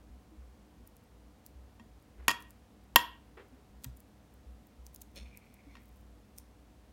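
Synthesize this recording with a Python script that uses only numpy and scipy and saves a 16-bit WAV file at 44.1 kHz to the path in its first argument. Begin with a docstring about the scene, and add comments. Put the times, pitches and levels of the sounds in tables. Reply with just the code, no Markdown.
"""Two glass bowls, damped by hands and syrup, knock rims hard twice and touch lightly a few times: ringing modes
and a noise crack. A rubber spatula scrapes the glass: one long stroke of squeak and rasp, and short dull rubs.
Sticky syrup film ticks and crackles: highpassed noise bursts and clicks. The table takes dull sine bumps.
An appliance hums behind it all in a kitchen whose echo is decaying noise."""
import sys
import numpy as np
from scipy import signal
from scipy.fft import rfft, irfft
from scipy.io import wavfile

SR = 44100
rng = np.random.default_rng(int(sys.argv[2]) if len(sys.argv) > 2 else 0)


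def generate_wav(sig):
    """Save sig (samples, or channels by samples) to the path in sys.argv[1] as 16-bit PCM at SR."""
    pcm = np.round(np.clip(np.atleast_2d(sig).T, -1, 1) * 32767).astype(np.int16)
    wavfile.write(sys.argv[1], SR, pcm)


N = 305547


def from_db(db):
    """Decibels to amplitude."""
    return 10 ** (np.asarray(db) / 20)


def rms_one(x):
    """Scale to rms 1."""
    return x / np.sqrt(np.mean(x ** 2) + 1e-20)


def at_hz(points, hz):
    """Read a table on a log-frequency axis."""
    freqs, values = np.transpose(points)
    return np.interp(np.log(np.maximum(hz, 1)), np.log(freqs), values)


def noise(spectrum, size=N):
    """Noise of a given colour, rms 1."""
    hz = np.fft.rfftfreq(size, 1 / SR)
    white = rfft(rng.standard_normal(size))
    return rms_one(irfft(white * from_db(at_hz(spectrum, hz)), size))


def drift(knots_per_s):
    """Slow chance: straight lines between random knots of spread 1."""
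    knots = rng.standard_normal(4000)
    return np.interp(np.arange(N) / SR * knots_per_s, np.arange(len(knots)), knots)


def cut(x, hz, kind, order=2):
    """Butterworth filter."""
    sos = signal.butter(order, np.clip(hz, 10, SR * .45), kind, fs=SR, output="sos")
    return signal.sosfilt(sos, x)


def dying(t, t60):
    """Falls by 60 dB in t60."""
    return np.exp(-np.log(1000) * t / t60)


def swell(t, rise, t60):
    """Rises evenly, then dies away."""
    return np.clip(t / rise, 0, 1) * dying(np.maximum(t - rise, 0), t60)


def add(out, s, sound):
    """Mix a sound in at time s."""
    start = max(0, round(s * SR))
    out[start:start + len(sound)] += sound[:N - start]


def bowls():
    """Each contact builds up the glass modes, mixed by where the rims meet, over a brief crack."""
    # glass meets glass: start_s, level_db, contact_s, rim_place (0-1), crack_db (relative to level)
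    knocks = [(1.796, -41.5, .002, 0.77, -20), (2.2809, -5.5, .001, 0, -2), (2.2915, -13, .0035, 0.1, -3),
              (2.3035, -21, .004, 0, 6.5), (2.3105, -17.5, 0.0028, 0.2, 1.5), (2.9589, -1.5, .0008, 1, -1),
              (3.8442, -41.5, 0.0053, 0.6, 11), (5.753, -43, 0.0011, 0.55, -2),
              (5.767, -43, 0.003, 0.05, -3)]
    # modes of the two bowls, damped by hand and syrup: mode_hz, place_0_db, place_1_db, t60_s
    glass = [(222, -31, -29, .08), (302, -31, -31, .07), (600, -26, -19, .025), (680, -33, -30, .04),
             (957, -15, -9, .05), (969, -33, -28, .3), (1035, -19, -12, .05), (1142, -25, -20, .05),
             (1330, -33, -23, .025), (1622, -36, -24, .055), (1866, -13, -12, .06), (1903, -35, -30, .27),
             (2431, -24, -31, .06), (2672, -18, -11, .03), (2772, -28, -19, .03), (2868, -30, -24, .03),
             (3205, -26, -19, .06), (3298, -34, -35, .3), (3528, -25, -22, .03), (4403, -29, -40, .06),
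             (4533, -27, -29, .05), (4985, -29, -34, .08), (5280, -30, -30, .05), (5510, -25, -27, .035),
             (6810, -24, -38, .035), (6957, -26, -27, .06), (7270, -34, -24, .05), (9200, -31, -33, .04),
             (11191, -28, -24, .055), (12200, -25, -20, .022)]
    # colour of the crowd of brief modes at the contact: freq_hz, relative_db
    crack_colour = [(100, -15), (220, -7.5), (450, -6.5), (750, -9), (1050, 1.5), (1500, 1.5), (2100, -7),
                    (2900, 0.5), (4000, -6.5), (6500, -12), (8000, -15), (10000, -13.5), (13000, -7),
                    (16000, -9)]
    crack_base_db, crack_t60_s = -.5, .017
    # lowpass of a knock at 0 dB; lighter ones are duller
    hard_knock_hz, db_per_octave_duller = 14500, 36.5

    out, t = np.zeros(N), np.arange(SR // 2) / SR
    hz, db_0, db_1, t60_s = np.transpose(glass)
    signs = (-1) ** np.arange(len(hz))  # neighbouring modes swing in opposite directions
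    modes = np.sin(2 * np.pi * hz[:, None] * t) * dying(t, t60_s[:, None])
    for s, db, contact_s, place, crack_db in knocks:
        heights = signs * from_db(db_0 + place * (db_1 - db_0))
        ring = heights @ modes
        crack = noise(crack_colour, size=len(t)) * dying(t, crack_t60_s)
        crack = from_db(crack_base_db + crack_db) * crack
        pressed = np.minimum(t / contact_s, 1)  # the swing grows while the rims touch
        bright_hz = hard_knock_hz * 2 ** (db / db_per_octave_duller)
        add(out, s, from_db(db) * cut((ring + crack) * pressed, bright_hz, "low"))
    return out


def spatula():
    """Rubber judders over wet glass: a light blade gives a narrow whisper, a firm one a grainy rasp."""
    # resonances of the wall under the pressed blade: mode_hz, level_db, t60_s
    wall_modes = [(562, 0.5, 0.026), (2410, -7.5, 0.02), (3620, 0.5, 0.0078), (4220, 1.5, 0.011),
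                  (5380, -1.5, 0.012), (6170, -4.5, .003), (8700, -7, 0.0032)]
    # short dull rubs at the rim: start_s, level_db, rise_s, t60_s
    rim_rubs = [(2.17, -63, .04, .5), (3.368, -49, .014, 0.19), (3.47, -70, 0.102, 0.45)]
    # colour of those rubs: freq_hz, relative_db
    rub_colour = [(200, -21), (400, 9.5), (600, -6), (1200, -5), (2000, -5.5), (3200, -15.5), (6000, -35),
                  (16000, -53.5)]
    reference_db, lifted_db = -60, -85
    squeak_db, squeak_growth, squeak_lowpass_hz = -7, .27, 200  # growth: dB per dB of force
    rasp_db, rasp_growth, slips_per_s = -1, 1.32, 1500
    grip_db, judder_db = 2.5, 3  # random spread

    press_db, squeak_hz = stroke(lifted_db)
    force_db = press_db - reference_db
    touching = np.clip((press_db - lifted_db) / 10, 0, 1)

    friction = rms_one(cut(rng.standard_normal(N), squeak_lowpass_hz, "low"))
    friction = friction * from_db(grip_db * drift(30))
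    squeak = np.sqrt(2) * friction * np.sin(2 * np.pi * np.cumsum(squeak_hz) / SR)

    t = np.arange(SR // 20) / SR
    wall = sum(from_db(db) * rms_one(np.sin(2 * np.pi * hz * t) * dying(t, t60_s))
               for hz, db, t60_s in wall_modes)
    slips = (rng.random(N) < slips_per_s / SR) * rng.standard_normal(N)
    rasp = rms_one(signal.fftconvolve(slips, wall)[:N])

    sweep = from_db(squeak_db + squeak_growth * force_db) * squeak
    sweep = sweep + from_db(rasp_db + rasp_growth * force_db) * rasp
    rub_level = sum(from_db(db) * swell(np.arange(N) / SR - s, rise_s, t60_s)
                    for s, db, rise_s, t60_s in rim_rubs)
    rubs = noise(rub_colour) * rub_level
    return (from_db(reference_db) * touching * sweep + rubs) * from_db(judder_db * drift(150))


def stroke(lifted_db):
    """Pressure (dB) and sinking squeak pitch (Hz) of one stroke: press, ease, bear down again, lift."""
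    start_s, attack_s, firm_s, ease_s, length_s, release_s = 5.146, .018, .049, .07, .63, .09
    firm_db, light_db = -53.5, -76
    end_press_db, end_press_s = 5.5, .12
    squeak_start_hz, sag_hz_per_s = 2460, 430

    t = np.arange(N) / SR - start_s
    pressed_db = light_db + (firm_db - light_db) * np.exp(-np.maximum(t - firm_s, 0) / ease_s)
    pressed_db = pressed_db + end_press_db * np.exp(-((t - length_s) / end_press_s) ** 2)
    contact = np.clip(t / attack_s, 0, 1) * np.clip(1 - (t - length_s) / release_s, 0, 1)
    press_db = lifted_db + contact * (pressed_db - lifted_db)
    return press_db, squeak_start_hz - sag_hz_per_s * np.clip(t, 0, length_s)


def ticks():
    """Threads and bubbles of syrup tear and snap, over a random crackle of tiny ones."""
    # larger snaps: start_s, peak_db, lower_edge_hz
    large_snaps = [(.875, -36, 9500), (.9673, -43.5, 9000), (1.4638, -32, 5000), (2.405, -42, 9000),
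                   (2.4237, -40, 3950), (2.5064, -40, 6500), (3.8443, -22, 3500), (3.9716, -43, 9200),
                   (4.0036, -41.5, 9100), (4.3402, -47.5, 11000), (4.67, -46, 11000), (4.866, -35.5, 6000),
                   (4.947, -33.5, 7000), (4.961, -36, 5940), (5.0185, -32, 4600), (5.159, -39, 4000),
                   (5.3736, -35, 6150), (5.541, -43.5, 8000), (6.384, -28, 5500)]
    snap_t60_s = .005
    tear_db, tear_width_s, tear_grains_per_s = -1.5, .007, 900
    body_db, body_hz = -19, 1500
    crackle_db, spread_db, crackle_hz = -50, 5.5, 10000  # click level before the highpass
    crackle_per_s, spell_per_s = 3, 190
    spell_start_s, spell_length_s = 5.79, .23

    out, t = np.zeros(N), np.arange(-SR // 20, SR // 20) / SR
    for s, db, edge_hz in large_snaps:
        white, grains = rng.standard_normal((2, len(t)))
        grains = grains * (rng.random(len(t)) < tear_grains_per_s / SR)
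        tear = grains * np.exp(-np.abs(t) / tear_width_s)  # fine grains before and after the snap
        burst = white * (t >= 0) * dying(np.abs(t), snap_t60_s) + from_db(tear_db) * tear
        body = from_db(body_db) * cut(burst, body_hz, "high", order=1)
        snap = cut(burst, edge_hz, "high") + body
        add(out, s + t[0], from_db(db) * snap / np.abs(snap).max())

    since_s = np.arange(N) / SR - spell_start_s
    in_spell = (since_s > 0) & (since_s < spell_length_s)
    per_s = np.where(in_spell, spell_per_s, crackle_per_s)
    clicks = (rng.random(N) < per_s / SR) * from_db(crackle_db + spread_db * rng.standard_normal(N))
    return out + cut(clicks + 1e-18, crackle_hz, "high")


def bumps():
    """The table top swings at its own low pitch; nudges of the blade give shorter, higher thuds."""
    # the hands shift their weight: start_s, level_db
    table_bumps = [(0.094, -40.5), (.375, -40.5), (1.548, -42.5), (2.182, -39), (3.707, -46.5),
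                   (3.863, -40), (4.461, -40), (4.779, -42.5), (5.203, -43)]
    # the rubber blade nudges the bowl: start_s, level_db, pitch_hz
    blade_thuds = [(0.314, -44, 312), (1.8, -44.5, 225), (3.52, -44.5, 258), (3.846, -44, 261),
                   (3.859, -33, 124), (5.211, -44.5, 220), (5.665, -43.5, 284), (5.755, -48.5, 241)]
    table_hz, table_t60_s, table_rise_s = 61.17, .48, .014
    thud_t60_s, thud_rise_s = .14, .012

    out, t = np.zeros(N), np.arange(SR) / SR
    table_envelope = dying(t, table_t60_s) * (1 - np.exp(-t / table_rise_s))
    for s, db in table_bumps:
        add(out, s, from_db(db) * np.sin(2 * np.pi * table_hz * t) * table_envelope)
    thud_envelope = dying(t, thud_t60_s) * (1 - np.exp(-t / thud_rise_s))
    for s, db, hz in blade_thuds:
        add(out, s, from_db(db) * np.sin(2 * np.pi * hz * t) * thud_envelope)
    return out


def kitchen(x):
    """Diffuse echoes off counter and walls: banded noise, the treble generally dying sooner."""
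    # echo colour: freq_hz, relative_db
    echo_colour = [(150, 0), (450, 1.5), (750, -3), (1150, 2.5), (1900, -1.5), (2700, -3.5), (3400, -2.5),
                   (5300, .5), (8000, 2.5), (13000, -4.5)]
    # echo decay: freq_hz, t60_s
    echo_t60 = [(150, 0.42), (1000, 0.36), (3200, 0.39), (7000, 0.18), (11000, .25), (16000, .19)]
    room_db, first_echo_s, build_s = -19, .013, .0051

    t = np.arange(SR * 2 // 3) / SR
    white, hz = rfft(rng.standard_normal(len(t))), np.fft.rfftfreq(len(t), 1 / SR)
    edges_hz, tail = np.geomspace(60, SR / 2, 25), 0
    for low, high in zip(edges_hz, edges_hz[1:]):
        centre_hz = np.sqrt(low * high)
        band = irfft(white * ((hz >= low) & (hz < high)), len(t))
        level = from_db(at_hz(echo_colour, centre_hz))
        tail = tail + level * band * dying(t, at_hz(echo_t60, centre_hz))
    tail = tail * np.clip((t - first_echo_s) / build_s, 0, 1)
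    return from_db(room_db) * signal.fftconvolve(x, tail / np.linalg.norm(tail))[:N]


def background():
    """Room air, the wavering sine hum of an appliance and the low noise tremble of the table."""
    # air colour: freq_hz, relative_db
    air_colour = [(20, -22.5), (35, -16), (50, -7.5), (62, -0.5), (80, -4), (130, -3.5), (170, -6),
                  (230, -0.5), (330, -10.5), (450, -10), (1000, -16.5), (1500, -21.5), (5000, -29.5),
                  (16000, -36.5)]
    # appliance hum: pitch_hz, rms_db (before the waver)
    hum_tones = [(59.2, -68), (99, -73), (200, -72), (301.5, -73), (490, -80), (737.5, -80)]
    # table top trembling under the hands: freq_hz, relative_db
    tremble_colour = [(20, -49.5), (45, -18.5), (54, -3), (60, 0.5), (67, -4.5), (85, -18), (160, -30),
                      (1000, -78.5)]
    air_db, tremble_db = -62.5, -62  # rms
    waver, waver_knots_per_s, phase_wander_rad = .25, 7, .5

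    t, hum = np.arange(N) / SR, np.zeros(N)
    for hz, db in hum_tones:
        level = from_db(db) * (1 + waver * drift(waver_knots_per_s))
        phase = 2 * np.pi * hz * t + phase_wander_rad * drift(waver_knots_per_s)
        hum += np.sqrt(2) * level * np.sin(phase)
    return from_db(air_db) * noise(air_colour) + hum + from_db(tremble_db) * noise(tremble_colour)


def scene():
    """Bowls, spatula and syrup echo in the kitchen; bumps and background stay dry."""
    near = bowls() + spatula() + ticks()
    return near + kitchen(near) + bumps() + background()


def record(dry):
    """The highest peaks are clipped, then a steep lowpass cuts the top."""
    cutoff_hz, ripple_db, stop_db = 16300, .1, 80
    lowpass = signal.ellip(10, ripple_db, stop_db, cutoff_hz, fs=SR, output="sos")
    return signal.sosfilt(lowpass, np.clip(dry, -.85, .85))


dry = scene()
out = record(dry)
generate_wav(out)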